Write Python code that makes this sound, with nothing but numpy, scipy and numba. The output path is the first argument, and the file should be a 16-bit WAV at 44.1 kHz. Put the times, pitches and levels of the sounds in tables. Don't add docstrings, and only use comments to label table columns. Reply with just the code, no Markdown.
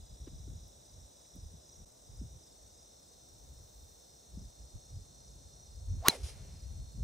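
import sys
import numpy as np
from scipy import signal
from scipy.fft import rfft, irfft, next_fast_len
from scipy.io import wavfile
from numba import njit

SR = 44100
rng = np.random.default_rng(int(sys.argv[2]) if len(sys.argv) > 2 else 0)


def wav_record(signal):
    frames = np.transpose(np.atleast_2d(signal))
    bounded = np.clip(frames, -1, 1)
    quanta = np.round(bounded * 32767).astype(np.int16)
    wavfile.write(sys.argv[1], SR, quanta)


def elevation(decibels):
    levels = np.asarray(decibels, float)
    return 10 ** (levels / 20)


N = 310023
IMPACT_S = 6.0835


def in_time(rows):
    s, *columns = np.transpose(rows)
    return [np.interp(np.arange(N) / SR, s, c) for c in columns]


def rms_one(x):
    return x / np.sqrt(np.mean(x ** 2) + 1e-20)


def coloured(spectrum, channels=1):
    hz, db = np.transpose(spectrum)
    size = next_fast_len(N)
    log_bins = np.log(np.arange(size // 2 + 1) * SR / size + 1)
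    gain = elevation(np.interp(log_bins, np.log(hz), db, left=-90, right=-90))
    white = rng.standard_normal((channels, size))
    return rms_one(irfft(rfft(white) * gain, size)[:, :N])


def drift(rate):
    r = np.exp(-80 * np.pi * rate / SR)
    steps = rng.standard_normal(N // 40 + 2002)
    slow = signal.lfilter([1], [1, -2 * r, r * r], steps)[2000:]
    return np.interp(np.arange(N) / 40, np.arange(len(slow)), rms_one(slow))


def glides(rows, bend):
    out = np.zeros(N)
    for start, length, first_hz, last_hz, db in rows:
        u = np.arange(int(length * SR)) / (length * SR)
        pitch = last_hz + (first_hz - last_hz) * (1 - u) ** bend
        shape = np.minimum(u / .12, 1) * (1 - u) ** .8
        tone = np.sin(2 * np.pi * np.cumsum(pitch) / SR)
        out[int(start * SR):][:len(u)] += elevation(db) * shape * tone
    return out


def mid_side(mid, side):
    return np.array([mid + side, mid - side])


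# frequency in Hz, level in dB.
PORT_DIFFERENCE = [(60, -4.5), (700, 0.5), (2300, -13.5), (4000, 6), (6000, -13.5), (8200, 9.5),
                   (10200, -3.5), (12000, -16), (14500, 0), (17000, -3)]


def housing(side, lag=None):
    hz, db = np.transpose(PORT_DIFFERENCE)
    size = next_fast_len(N, True)
    bins = np.arange(size // 2 + 1) / size
    turn = 1 if lag is None else -1j * np.sin(np.pi * bins * lag)
    colour = elevation(np.interp(np.log(bins * SR + 1), np.log(hz), db))
    return irfft(turn * colour * rfft(side, size), size)[:N]


def ports(x, lag):
    return mid_side(x, housing(x, lag))


# frequency in Hz, level in dB per Hz.
AIR_COMMON = [(35, -29), (60, -9.5), (315, -9.5), (605, -9), (1140, -22), (2460, -29), (3200, -26.5),
              (3740, -16), (4700, -25), (5150, -14.5), (5690, -13), (8200, -16.5), (9300, -26),
              (15650, -31.5)]
# frequency in Hz, level in dB per Hz.
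AIR_DIFFERENCE = [(35, -31.5), (60, -11), (287, -13.5), (591, -2.5), (1080, -11.5), (1470, -27.5),
                  (1690, -46), (3180, -34.5), (3740, -13), (5960, -25), (8270, -5.5), (9740, -27),
                  (13200, -56), (14100, -22.5), (15900, -26)]
# time in seconds, level in dB.
LEAF_HISS = [(0, -84), (2.9, -86), (3.8, -76), (4.5, -86), (5.6, -91), (7.03, -84)]


def air():
    leaves = coloured([(8500, -29.5), (10500, -7.5), (15600, 6.0)])[0]
    leaves = leaves * elevation(in_time(LEAF_HISS)[0])
    mid = elevation(-63.5) * coloured(AIR_COMMON)[0] + leaves
    side = elevation(-64) * coloured(AIR_DIFFERENCE)[0]
    return mid_side(mid, side)


# peak in seconds, half width in seconds, rumble in dB,
# flutter above 120 Hz in dB relative to the rumble.
GUST_SWELLS = [(0.0, 0.046, -45.5, -22), (.13, 0.027, -48.5, -12), (.23, .025, -45, -12),
               (.38, 0.1, -48, -9.5), (.53, 0.047, -42, -10.5), (.65, 0.047, -55, -11),
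               (.77, 0.025, -60.5, -22), (.98, 0.088, -56.5, -12), (1.37, 0.025, -53, -1),
               (1.45, .04, -50.5, -20), (1.55, 0.028, -53.5, -14), (1.82, 0.041, -56, -7.5),
               (2.14, 0.052, -47, -19), (2.229, .035, -38.5, -13.5), (2.34, 0.032, -52, -12),
               (2.64, 0.044, -66, -19), (3.35, 0.045, -63, -13), (3.55, 0.11, -55.5, -11),
               (3.82, 0.061, -55, -25), (4.4, 0.07, -46, -9), (4.62, 0.039, -56, -13),
               (4.76, 0.019, -42, -19), (4.97, 0.049, -41, -23), (5.35, 0.39, -60.5, -8.5),
               (5.78, 0.067, -50.5, -21), (5.938, 0.069, -35, -17.5), (6.245, .035, -40.5, -33),
               (6.48, 0.24, -50, -11.5), (6.789, 0.11, -41.5, -19.5), (7.0, 0.044, -37, -10)]
# frequency in Hz, level in dB per Hz.
RUMBLE_COLOUR = [(15, -40.5), (28, -18), (42, -1.5), (60, 3), (92, -2), (125, -14), (170, -29.5),
                 (250, -51)]
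# frequency in Hz, level in dB per Hz.
FLUTTER_COLOUR = [(70, -16.5), (130, 7), (220, -5), (350, -17.5), (600, -27)]
# start in seconds, first pitch in Hz, level in dB.
EDDY_POPS = [(0.272, 425, -40.5), (.476, 428, -46.5), (1.36, 302, -47), (1.535, 224, -49),
             (2.213, 290, -39.5), (4.372, 238, -38)]
CALM_DB, CALM_FLUTTER_DB = -68.5, -75.5
POP_CYCLES, POP_FALLS_TO, POP_BEND = 7.9, 0.405, 1.61


def wind():
    s, width, db, flutter_db = np.transpose(GUST_SWELLS)[:, :, None]
    t, steps = np.arange(N) / SR, np.arange(0, N + 100, 100) / SR
    bell = np.exp(-((steps - s) / width) ** 2)
    rumble = np.interp(t, steps, elevation(CALM_DB) + np.sum(elevation(db) * bell, axis=0))
    flutter = np.interp(t, steps, elevation(CALM_FLUTTER_DB) + np.sum(elevation(db + flutter_db) * bell, axis=0))
    low = coloured(RUMBLE_COLOUR, channels=2) * rumble * elevation(1.2 * drift(4.0))
    high = coloured(FLUTTER_COLOUR, channels=2) * flutter * elevation(1.83 * drift(25.2))
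    mid, side = low + high
    pops = [(s, POP_CYCLES / hz, hz, POP_FALLS_TO * hz, db) for s, hz, db in EDDY_POPS]
    return mid_side(mid, elevation(-11.5) * side) + glides(pops, POP_BEND)


def strokes(phase, share):
    return np.sin(np.pi * np.clip(phase % 1 / share, 0, 1))


def cricket(chirps, hz, per_s, gain_db, sag, count):
    out, t = np.zeros(N + SR), np.arange(int(count / per_s * SR)) / SR
    swell = 1.1 + 0.93 * np.sin(np.pi * t / t[-1])
    for (s, db), (detune, turn) in zip(chirps, rng.standard_normal((len(chirps), 2))):
        pitch = hz * (1 + .004 * detune - sag * (t * per_s % 1))
        tone = np.sin(2 * np.pi * np.cumsum(pitch) / SR + turn)
        chirp = swell * strokes(t * per_s, 0.54) * tone
        out[int(s * SR):int(s * SR) + len(t)] += elevation(db + gain_db) * chirp
    return out[:N]


def chorus(count):
    low_hz, high_hz = 5257, 6304
    out = 0
    for pitch, pace, start, side, loud in rng.random((count, 5)):
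        chirps = [(s, 8 * loud) for s in np.arange(.4 * start, N / SR, 0.25 + .15 * pace)]
        hz = low_hz + (high_hz - low_hz) * pitch
        one = cricket(chirps, hz, 26 + 8 * pitch, 0, .05, count=4)
        out = out + mid_side(one, .5 * (side - .5) * np.roll(one, 2))
    return elevation(-67.5) * rms_one(out)


# pitch in Hz, fall within a stroke in Hz, strokes per second,
# open share of the stroke from 0 to 1, lag between the ports in samples.
TRILLER_VOICES = [(3850, 400, 66.0, .7, 1.3), (4400, 240, 93.0, .65, -1.2), (8260, 200, 19.9, .3, 2.3),
                  (4250, 1050, 65.4, .85, -1.1), (4420, 60, 45.0, .9, .6)]
# start in seconds, stop in seconds, first level in dB, last level in dB.
TRILL_SPANS = [(2.03, 8, -77.5, -77.5), (2.85, 7.3, -79, -70.5), (-1, 8, -81.5, -79),
               (-1, 1.86, -69.5, -77.5), (2.5, 2.76, -77, -79)]
TRILL_FADE_S = 0.027


def trillers():
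    out, t = 0, np.arange(N) / SR
    for (hz, sag_hz, per_s, share, lag), span in zip(TRILLER_VOICES, TRILL_SPANS):
        start, stop, first_db, last_db = span
        singing = np.clip(np.minimum(t - start, stop - t) / TRILL_FADE_S, 0, 1)
        level_db = np.interp(t, [start, stop], [first_db, last_db])
        level_db = level_db + 0.66 * drift(3) + 0.64 * drift(40)
        phase = np.cumsum(per_s * (1 + .008 * drift(.7))) / SR
        pitch = hz * (1 + .004 * drift(30.12)) - sag_hz * np.minimum(phase % 1 / share, 1)
        wing = np.sin(2 * np.pi * np.cumsum(pitch) / SR) * strokes(phase, share)
        out = out + ports(singing * elevation(level_db) * rms_one(wing), lag)
    return out


# start in seconds, level in dB.
HIGH_CRICKET = [(0.14, -69), (0.528, -71.5), (0.901, -74), (1.268, -68), (1.654, -65), (2.223, -72),
                (2.755, -70.5), (3.123, -84), (3.782, -76), (4.176, -79), (4.487, -72), (4.824, -70.5),
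                (5.143, -68.5), (5.527, -66), (5.859, -68), (6.598, -71.5), (6.918, -74.5)]
# start in seconds, level in dB.
LOW_CRICKET = [(0.016, -71), (0.26, -73), (0.548, -76), (0.808, -73), (1.12, -75), (1.355, -72.5),
               (1.605, -73), (2.06, -72), (2.388, -71), (2.705, -72), (3.015, -74), (3.264, -82),
               (3.772, -80), (4.045, -74), (4.364, -73), (4.583, -74), (4.891, -71), (5.191, -73),
               (5.394, -79), (5.665, -71), (6.516, -70), (6.885, -76)]
# start in seconds, level in dB.
TOP_CRICKET = [(0.015, -86), (0.493, -78), (0.893, -82), (1.672, -75), (2.164, -80), (2.704, -77),
               (3.266, -88), (4.152, -78), (4.786, -79), (5.24, -77), (5.848, -77), (6.496, -90.5),
               (6.917, -85.5)]


def near_crickets():
    high = cricket(HIGH_CRICKET, hz=5830, per_s=30.4, gain_db=4.0, sag=0.0202, count=5)
    high += cricket(TOP_CRICKET, hz=6530, per_s=30.0, gain_db=7, sag=.02, count=4)
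    low = cricket(LOW_CRICKET, hz=5120, per_s=25.5, gain_db=1.0, sag=.1, count=4)
    return ports(high, 0.45) + ports(low, 1.5)


# start in seconds, length in seconds, level in dB,
# lower edge in Hz, upper edge in Hz.
BAG_SCUFFS = [
    (.003, .03, -75.5, 900, 3200),
    (0.261, 0.035, -64, 600, 3300),
    (.677, .008, -62, 9000, 15500),
    (1.247, .014, -69, 1500, 2800),
    (1.352, .012, -61.5, 9000, 15400),
]


def knocks():
    out, noise = np.zeros(N), rng.standard_normal(N)
    for s, length, db, low_hz, high_hz in BAG_SCUFFS:
        at, size = int(s * SR), int(length * SR)
        sos = signal.butter(2, [low_hz, high_hz], "band", fs=SR, output="sos")
        band = signal.sosfilt(sos, noise[at:at + size])
        out[at:at + size] += elevation(db - 2.5) * rms_one(band) * np.hanning(size)
    return out


@njit
def sweep(noise, hz, r, sr):
    out = np.zeros(len(noise))
    for i in range(2, len(noise)):
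        w = 2 * np.pi * hz[i] / sr
        out[i] = np.sin(w) * noise[i] + 2 * r * np.cos(w) * out[i - 1] - r * r * out[i - 2]
    return out


# time in seconds, shedding pitch of the shaft in Hz,
# whistle in dB.
CLUB_SWING = [(5.99, 484, -89), (6.03, 650, -57.5), (6.045, 740, -48), (6.06, 1120, -36.5),
              (6.082, 1360, -30.5), (6.09, 997, -45), (6.115, 878, -44.5), (6.145, 602, -48.5),
              (6.22, 390, -64.5)]
# frequency in Hz, level in dB per Hz.
TURBULENCE_COLOUR = [(300, -10.5), (1000, 1.5), (2500, -7), (5000, -8), (10000, -23.5), (16000, -22)]
TURBULENCE_DB, TURBULENCE_DB_PER_OCTAVE = -48, 28.5


def swing():
    hz, whistle_db = in_time(CLUB_SWING)
    turbulence_db = TURBULENCE_DB + TURBULENCE_DB_PER_OCTAVE * np.log2(hz / 1000)
    bandwidth_hz = 130
    whistle = sweep(rng.standard_normal(N), hz, np.exp(-np.pi * bandwidth_hz / SR), SR)
    rush = elevation(turbulence_db) * coloured(TURBULENCE_COLOUR)[0]
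    near = np.abs(np.arange(N) / SR - IMPACT_S) < .2
    return near * (elevation(whistle_db) * rms_one(whistle) + rush)


# delay in seconds, depth in seconds, t60 in seconds,
# level in dB, treble in dB relative to the lows.
SCATTERERS = [
    (0, .0008, .01, -36.5, 19),
    (.003, 0.016, .1, -51, 8),
    (.014, .066, 0.069, -48, -3),
    (.09, 0.046, .2, -59, -2),
    (.145, 0.069, 0.19, -56.5, 4.5),
    (.2, .08, 1.9, -60.5, -5.5),
]
# frequency in Hz, level in dB per Hz.
CRACK_COLOUR = [(240, -31), (400, -2.5), (675, -5), (1230, -13.5), (1330, -11.5), (1550, -12), (2620, -8.5),
                (4560, -11.5), (5010, -4), (8200, -15), (9860, -10), (14000, -29.5), (15900, -38)]
ECHO_RISE_SHARE = 0.087


def echoes():
    noise = coloured(CRACK_COLOUR, channels=2)
    dull = signal.sosfilt(signal.butter(2, 3500, fs=SR, output="sos"), noise)
    low_power, high_power = np.zeros((2, N))
    for delay, depth, t60, db, treble_db in SCATTERERS:
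        since = np.arange(N) / SR - IMPACT_S - delay
        rise = np.clip(since / (ECHO_RISE_SHARE * depth), 0, 1)
        shape = rise * elevation(db - 60 * np.maximum(since - depth, 0) / t60)
        low_power = low_power + shape ** 2
        high_power = high_power + (elevation(treble_db) * shape) ** 2
    mid, side = np.sqrt(low_power) * dull + np.sqrt(high_power) * (noise - dull)
    return mid_side(mid, elevation(-2.5) * housing(side))


def spray():
    since = np.maximum(np.arange(N) / SR - IMPACT_S, 0)
    fade = (since > 0) * np.exp(-since / .0045)
    return elevation(-25) * fade * coloured(CRACK_COLOUR)[0]


def ring(clicks, hz, t60):
    r, w = elevation(-60 / (t60 * SR)), 2 * np.pi * hz / SR
    return signal.lfilter([0, np.sin(w)], [1, -2 * r * np.cos(w), r * r], clicks + 1e-18)


# delay in ms, pitch in Hz, level in dB, t60 in seconds.
HEAD_MODES = [(.12, 11000, -5.5, .004), (.3, 13000, -12, 0.0026), (0.22, 10000, -12, .005),
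              (.05, 15000, -28, .003), (.25, 16000, -13.5, .003), (.75, 6080, -13, 0.012),
              (0.75, 4090, -10, 0.0084), (.5, 6600, -11.5, 0.0097), (0.3, 12300, -16, .003),
              (.9, 1200, -21.5, 0.0075)]
# delay in ms, pitch in Hz, level in dB, t60 in seconds.
BALL_PUSH = [
    (.68, 2100, -1.5, .0022),
    (1.0, 520, -18, .006),
]
# start in seconds, length in seconds, first pitch in Hz,
# last pitch in Hz, level in dB.
SINGING_SHAFT = [(6.054, 0.028, 1040, 1200, -26), (6.024, 0.0313, 637, 760, -44)]
# start in seconds, length in seconds, first pitch in Hz,
# last pitch in Hz, level in dB.
FLEEING_RING = [(6.0945, .0115, 4195, 3650, -22.5)]
# start in seconds, length in seconds, first pitch in Hz,
# last pitch in Hz, level in dB.
AFTER_BLOW = [
    (6.0853, .014, 449.5, 110, -26.5),
    (6.093, .08, 2390, 2034, -47.5),
    (6.1, .05, 3520, 3050, -52),
]


def strike():
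    out = glides(SINGING_SHAFT, 1.05) + glides(FLEEING_RING, .3) + glides(AFTER_BLOW, 1.9)
    out += spray()
    hit = int(IMPACT_S * SR)
    for delay_ms, hz, db, t60 in HEAD_MODES + BALL_PUSH:
        click = np.zeros(SR // 10)
        click[int((IMPACT_S + delay_ms / 1000) * SR) - hit] = -elevation(db)
        out[hit:][:len(click)] += ring(click, hz, t60)
    return out


def scene():
    insects = chorus(count=36) + trillers() + near_crickets()
    stroke = ports(knocks() + swing() + strike(), -1.3)
    return air() + wind() + insects + stroke + echoes()


def roll_off(x):
    return signal.sosfilt(signal.butter(12, 16970, fs=SR, output="sos"), x)


def record(dry):
    change_s, depth, width_s = 1.853, 0.85, 0.0048
    dip = 1 - depth * np.exp(-((np.arange(N) / SR - change_s) / width_s) ** 2)
    rounded = 0.93 * np.tanh(dry * dip / 0.97)
    top_cut = signal.cheby2(10, 30, 16900, fs=SR, output="sos")
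    mix = signal.sosfiltfilt(top_cut, rounded)
    return roll_off(mix)


dry = scene()
out = record(dry)
wav_record(out)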